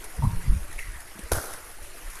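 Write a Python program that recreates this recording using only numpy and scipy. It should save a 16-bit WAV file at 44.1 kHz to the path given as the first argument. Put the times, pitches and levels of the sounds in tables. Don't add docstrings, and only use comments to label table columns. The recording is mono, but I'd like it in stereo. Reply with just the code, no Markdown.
import sys
import numpy as np
from scipy import signal
from scipy.fft import rfft, irfft
from scipy.io import wavfile
from scipy.ndimage import uniform_filter1d

SR = 44100
rng = np.random.default_rng(int(sys.argv[2]) if len(sys.argv) > 2 else 0)


def inscribe(sig):
    pcm = np.round(np.clip(np.atleast_2d(sig).T, -1, 1) * 32767)
    wavfile.write(sys.argv[1], SR, pcm.astype(np.int16))


N = 97020
T = np.arange(N) / SR
FFT_HZ = np.fft.rfftfreq(N, 1 / SR)


def amp(db):
    return 10 ** (np.asarray(db) / 20)


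def unit(x):
    return x / np.sqrt(np.mean(x ** 2) + 1e-20)


def read(table, hz, column=1):
    rows = np.array(table, float)
    return np.interp(np.log(hz + 1), np.log(rows[:, 0] + 1), rows[:, column])


def curve(points):
    return amp(np.interp(T, *np.transpose(points)))


def tint(x, table, column=1):
    return irfft(rfft(x) * amp(read(table, FFT_HZ, column)), N)


def hiss(table, white):
    return np.sqrt(SR / 2) * np.array([tint(white[0], table, 1), tint(white[1], table, 2)])


def wander(hz, slope=2):
    return unit(irfft(rfft(rng.standard_normal(N)) / (1 + (FFT_HZ / hz) ** slope), N))


def burst(start_s, rise_s, hold_s, decay_s):
    t = T - start_s
    return np.clip(t / rise_s, 0, 1) * np.exp(-np.maximum(t - rise_s - hold_s, 0) / decay_s)


def lowpass(x, hz):
    taps = signal.firwin(401, hz, window=("kaiser", 9), fs=SR)
    return signal.oaconvolve(x, taps[None], "same", axes=1)


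def bubbles(per_s, low_hz, high_hz, cycles, spread_db, count=24):
    out, t = np.zeros(N), np.arange(SR // 20) / SR
    for hz in np.geomspace(low_hz, high_hz, count):
        age = t * hz / cycles
        tone = np.sin(2 * np.pi * hz * t * (1 + 0.0085 * np.minimum(age, 5)))
        ring = tone * np.exp(-age) * (1 - np.exp(-6 * age))
        hits = rng.random(N) < per_s / count / SR
        pops = hits * amp(spread_db * np.minimum(rng.exponential(1, N), 3))
        out += signal.oaconvolve(pops, ring)[:N]
    return unit(out)


# f/Hz, left level/(dB/Hz), right level/(dB/Hz)
RUSH_SPECTRUM = [(94, -76, -74.5), (175, -79, -83.5), (330, -71.5, -70.5), (534, -76.5, -78.5),
                 (930, -74, -77), (1490, -74, -78), (1944, -74, -79.5), (3030, -86, -85.5),
                 (4300, -93.5, -86), (5700, -87.5, -87.5), (7600, -88.5, -90.5), (10030, -79, -90),
                 (11340, -80.5, -105), (12000, -86, -92.5), (14500, -92.5, -100)]
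# f/Hz, correlation/1
PORT_CORRELATION = [(100, -1.07), (300, -0.79), (700, -0.79), (1500, -0.58), (3100, -0.43), (6000, -0.025),
                    (14000, -0.018)]
# t/s, level/dB
RUSH_SURGE = [(0, 1), (.3, 2), (.7, 1.2), (1.1, -.5), (1.5, 2.5), (1.8, -1.5), (2.0, 0.6), (2.15, 2.7)]
RUSH_GAIN_DB, PATCH_RMS_DB, SWELL_RMS_DB, FLICKER_RMS_DB = -1, 2.73, 0.53, 0.6


def rush():
    frames, hz = N // 128 + 6, np.fft.rfftfreq(512, 1 / SR)
    a, b, c, d, patches = rng.standard_normal((5, frames, len(hz)))
    patches = uniform_filter1d(patches, size=14, axis=0)
    patches = unit(uniform_filter1d(patches, size=5, axis=1))
    correlation = np.clip(read(PORT_CORRELATION, hz), -1, 1)
    left, independent = a + 1j * b, c + 1j * d
    right = correlation * left + np.sqrt(1 - correlation ** 2) * independent
    frames_lr = np.array([left, right]) * amp(PATCH_RMS_DB * patches)
    noise = signal.istft(frames_lr.transpose(0, 2, 1), nperseg=512, noverlap=384)[1]
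    white = unit(noise[:, :N])
    drift_db = SWELL_RMS_DB * wander(24) + FLICKER_RMS_DB * wander(62)
    return hiss(RUSH_SPECTRUM, white) * curve(RUSH_SURGE) * amp(RUSH_GAIN_DB + drift_db)


# t/s, level/dB (left), decay/s
SPRAY_SPITS = [(0.041, -31, 0.0096), (.165, -42, 0.016), (.237, -36, 0.0031), (0.727, -36, 0.0078),
               (.755, -48, .008), (0.788, -36.5, 0.023), (1.005, -32.5, 0.0021), (1.191, -32.5, 0.0042),
               (1.236, -36, 0.0035), (1.536, -26.5, 0.0032), (1.825, -40, 0.055), (2.10, -37, .025),
               (2.154, -32.5, 0.0038)]
# f/Hz, level/dB
SPRAY_COLOUR = [(800, -44), (2000, 5), (4000, -4.5), (5800, 1.5), (8000, -1), (10500, 10), (12500, -3.5),
                (14500, -12)]
FIZZ_PER_S, FIZZ_DB, SPRAY_RIGHT_DB = 500, -52.5, -8


def spray():
    spit_level = sum(amp(db) * burst(s, 0.00067, 0, decay_s) for s, db, decay_s in SPRAY_SPITS)
    sides = []
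    for _ in range(2):
        fizz = unit(tint(bubbles(FIZZ_PER_S, 2470, 13600, 1.2, 2.5), SPRAY_COLOUR))
        spit_noise = unit(tint(rng.standard_normal(N), SPRAY_COLOUR))
        sides.append(amp(FIZZ_DB) * fizz + spit_level * spit_noise)
    return np.array(sides) * amp([[0], [SPRAY_RIGHT_DB]])


# t/s, mean f/Hz, level/dB (left, before flutter), hold/s, decay/s
AIR_GURGLES = [(.173, 483, -35.5, 0.011, 0.0098), (.222, 941, -21.5, 0.027, 0.011),
               (.223, 610, -32.5, 0.0043, 0.0047), (.236, 822, -26, 0.013, 0.0046),
               (0.248, 1031, -23, 0.0065, 0.0025), (0.782, 2100, -28, 0.0059, 0.0028),
               (0.7898, 2140, -16, 0.00078, 0.00056), (.7922, 2450, -16, .0007, 0.00053),
               (0.797, 2030, -24, 0.0018, 0.0033), (.807, 2130, -27, .002, 0.0036),
               (.826, 2006, -28.5, 0.0036, .005), (.869, 1950, -32, 0.0059, .004),
               (0.938, 1874, -35.5, 0.022, 0.015), (1.155, 330, -36, 0.0025, 0.0035),
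               (1.19, 303, -28, 0.0023, .005), (1.193, 505, -36, .002, .005)]
GURGLE_RISE_S, GURGLE_PITCH_WOBBLE_RMS, GURGLE_FLUTTER_RMS_DB = .0006, 0.071, 1.2
BABBLE_PER_S, BABBLE_DB = 160, -46.5
GURGLE_RIGHT_DB, BABBLE_RIGHT_DB = -11, -6.5
WALLS_DB, WALLS_RIGHT_DB, WALLS_T60_S = -10.5, -24, 0.74


def gurgles():
    near = np.zeros(N)
    for s, hz, db, hold_s, decay_s in AIR_GURGLES:
        pitch_hz = hz * (1 + GURGLE_PITCH_WOBBLE_RMS * wander(300))
        turns = np.cumsum(pitch_hz * (T > s)) / SR
        level = amp(db + GURGLE_FLUTTER_RMS_DB * wander(140)) * burst(s, GURGLE_RISE_S, hold_s, decay_s)
        near += level * np.sin(2 * np.pi * turns)
    babble = amp(BABBLE_DB) * bubbles(BABBLE_PER_S, 387.4, 2326, 8, 5.4)
    tail = rng.standard_normal((2, N)) * amp(-60 * T / WALLS_T60_S) * (T > .006)
    echo = signal.fftconvolve(near[None], tail / np.linalg.norm(tail[0]), axes=1)[:, :N]
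    direct = np.array([near + babble, -amp(GURGLE_RIGHT_DB) * near - amp(BABBLE_RIGHT_DB) * babble])
    return direct + amp([[WALLS_DB], [WALLS_RIGHT_DB]]) * echo


AIR_TOP_HZ = 270


def dull(x):
    return irfft(rfft(x) / (1 + (FFT_HZ / AIR_TOP_HZ) ** 8), N)


# t/s, envelope level/dB, f/Hz, rise/s, decay/s, right share/1 (0-1)
AIR_THUMPS = [(.012, -33.5, 35, 0.01, 0.031, 0), (0.199, -19.5, 65, .012, 0.014, 0),
              (.195, -28, 170, 0.0071, 0.0085, 0.25), (.249, -10, 141.2, 0.015, 0.012, 0),
              (.27, -9.5, 94, 0.0019, 0.01, 0.03), (.30, -28, 170.5, 0.014, 0.085, 0.13),
              (0.337, -20.5, 101, 0.0078, 0.015, 0), (0.383, -20, 32, 0.034, 0.022, 0.4),
              (.482, -17.5, 140.4, 0.0099, 0.019, 0.76), (.506, -7, 43.4, .012, 0.02, .02),
              (0.504, -16, 93.3, 0.022, 0.014, .03), (.53, -26, 191, 0.017, 0.029, 0.25),
              (0.568, -18, 75, 0.015, 0.012, 0.17), (0.629, -24, 45, 0.02, 0.012, .1),
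              (0.759, -27.5, 28.5, 0.011, 0.045, 0.63), (0.884, -21, 31, .018, 0.024, 1),
              (0.964, -32, 61, 0.021, 0.012, 0.28), (1.162, -39, 200, 0.0045, .008, 0.3),
              (1.195, -35, 201, 0.0052, 0.0051, 0.34), (1.247, -20.5, 47.4, 0.0061, 0.0091, .95),
              (1.324, -15.5, 69, 0.0034, 0.024, 0), (1.373, -20, 76.6, 0.0029, .009, 0),
              (1.817, -30.5, 46, 0.0048, 0.028, 1), (2.063, -27.5, 28, 0.013, 0.041, 0)]
THUMP_ROUND_S, THUMP_ROUGH_RMS, ROUGH_REACH = 0.004, 0.64, 1.36
THUMP_SKIRT_DB, THUMP_SKIRT_HZ = -27.5, 355


def thumps():
    swings, stir = np.zeros((2, N)), np.zeros((2, N))
    for s, db, hz, rise_s, decay_s, right in AIR_THUMPS:
        t = T - s
        distance_s = np.hypot(t, THUMP_ROUND_S) - THUMP_ROUND_S
        shape = np.exp(-distance_s / np.where(t < 0, rise_s, decay_s))
        right = np.clip(right, 0, 1)
        push = np.outer([1 - right, right], amp(db) * shape)
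        eddies = THUMP_ROUGH_RMS * wander(ROUGH_REACH * hz, slope=3.34)
        swings += push * (-np.sin(2 * np.pi * hz * t) + eddies)
        stir += push
    return dull(swings) + amp(THUMP_SKIRT_DB) * stir * wander(THUMP_SKIRT_HZ, slope=5.9)


# t/s, left snap level/dB, right snap level/dB, knock level/dB, snap decay/s
CONTACTS = [(1.3145, -46, -66, -18, .001), (1.3166, -24, -48, -10, 0.00081), (1.3185, -7, -38, -5, 0.00054),
            (1.3238, -14.5, -45, -38, 0.00035), (1.334, -11, -16.5, -44, 0.00036),
            (1.333, -19, -40, -25, 0.00042)]
# f/Hz, left level/dB, right level/dB, t60/s
CASING_MODES = [(324, -26, -6.5, 0.039), (550, -4, -23, 0.014), (710, -3.5, -12.5, 0.011),
                (940, -3, -25, 0.0084), (1160, -14, -18, 0.0052), (1500, -9.5, -20, .007)]
# f/Hz, level/dB
SNAP_COLOUR = [(1000, 2.5), (3000, -14), (4300, 0), (5800, 1.5), (7600, -7), (10800, 8.5), (12800, -14),
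               (14600, -11), (15800, -35)]
SNAP_RISE_S, SNAP_HOLD_S = 0.00031, 0.00017


def click():
    out = np.zeros((2, N))
    for s, left_db, right_db, knock_db, decay_s in CONTACTS:
        t = np.maximum(T - s, 0)
        snap = np.array([unit(tint(rng.standard_normal(N), SNAP_COLOUR)) for _ in range(2)])
        out += amp([[left_db], [right_db]]) * snap * burst(s, SNAP_RISE_S, SNAP_HOLD_S, decay_s)
        for k, (hz, mode_left_db, mode_right_db, t60_s) in enumerate(CASING_MODES):
            ring = amp(knock_db - 60 * t / t60_s) * np.sin(2 * np.pi * hz * t)
            out += (-1) ** k * amp([[mode_left_db], [mode_right_db]]) * ring
    return out


# f/Hz, left level/(dB/Hz), right level/(dB/Hz)
RUB_SPECTRUM = [(80, -61, -66), (196, -66, -72), (324, -66.5, -56.5), (470, -55.5, -72), (740, -56, -92),
                (1130, -59.5, -78), (1460, -52, -71), (2080, -73, -75), (3020, -73.5, -103),
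                (4540, -69.5, -86), (5870, -65.5, -94), (7700, -70.5, -85), (10700, -60.5, -105),
                (12900, -68, -94), (14300, -74, -100)]
# t/s, level/dB
RUB_PRESSURE = [(1.31, -56), (1.319, 3.5), (1.335, -2), (1.37, -2.5), (1.395, -8), (1.45, -9), (1.49, -15),
                (1.53, -13.5), (1.61, -23.5), (1.75, -26.5), (1.85, -48)]
RUB_SPLIT_HZ, RUB_LUMP_RMS_DB, RUB_GRAIN_RMS_DB = 2200, 2.5, 1.5


def rub():
    noise = hiss(RUB_SPECTRUM, rng.standard_normal((2, N))) * curve(RUB_PRESSURE)
    body = lowpass(noise, RUB_SPLIT_HZ)
    fine = noise - body
    return body * amp(RUB_LUMP_RMS_DB * wander(76)) + fine * amp(RUB_GRAIN_RMS_DB * wander(150))


# f/Hz, left level/(dB/Hz), right level/(dB/Hz)
RUMBLE_SPECTRUM = [(7.8, -45.5, -44), (23.1, -54.5, -53.5), (46.8, -62.5, -73), (90, -68.5, -70.5),
                   (200, -82, -100)]
# t/s, level/dB
WIND_LEVEL = [(0, -5), (.3, -2.5), (.6, 2), (.9, -1), (1.1, -8), (1.6, -5.5), (2.2, -5.5)]


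def rumble():
    return dull(hiss(RUMBLE_SPECTRUM, rng.standard_normal((2, N))) * curve(WIND_LEVEL))


TREBLE_EDGE_HZ = 14400


def scene():
    noisy = lowpass(rush() + spray() + rub(), TREBLE_EDGE_HZ)
    return noisy + gurgles() + thumps() + click() + rumble()


CEILING, CUT_HZ = .85, 16200


def record(dry):
    rounded = dry / (1 + (dry / CEILING) ** 6) ** (1 / 6)
    return lowpass(rounded, CUT_HZ)


dry = scene()
out = record(dry)
inscribe(out)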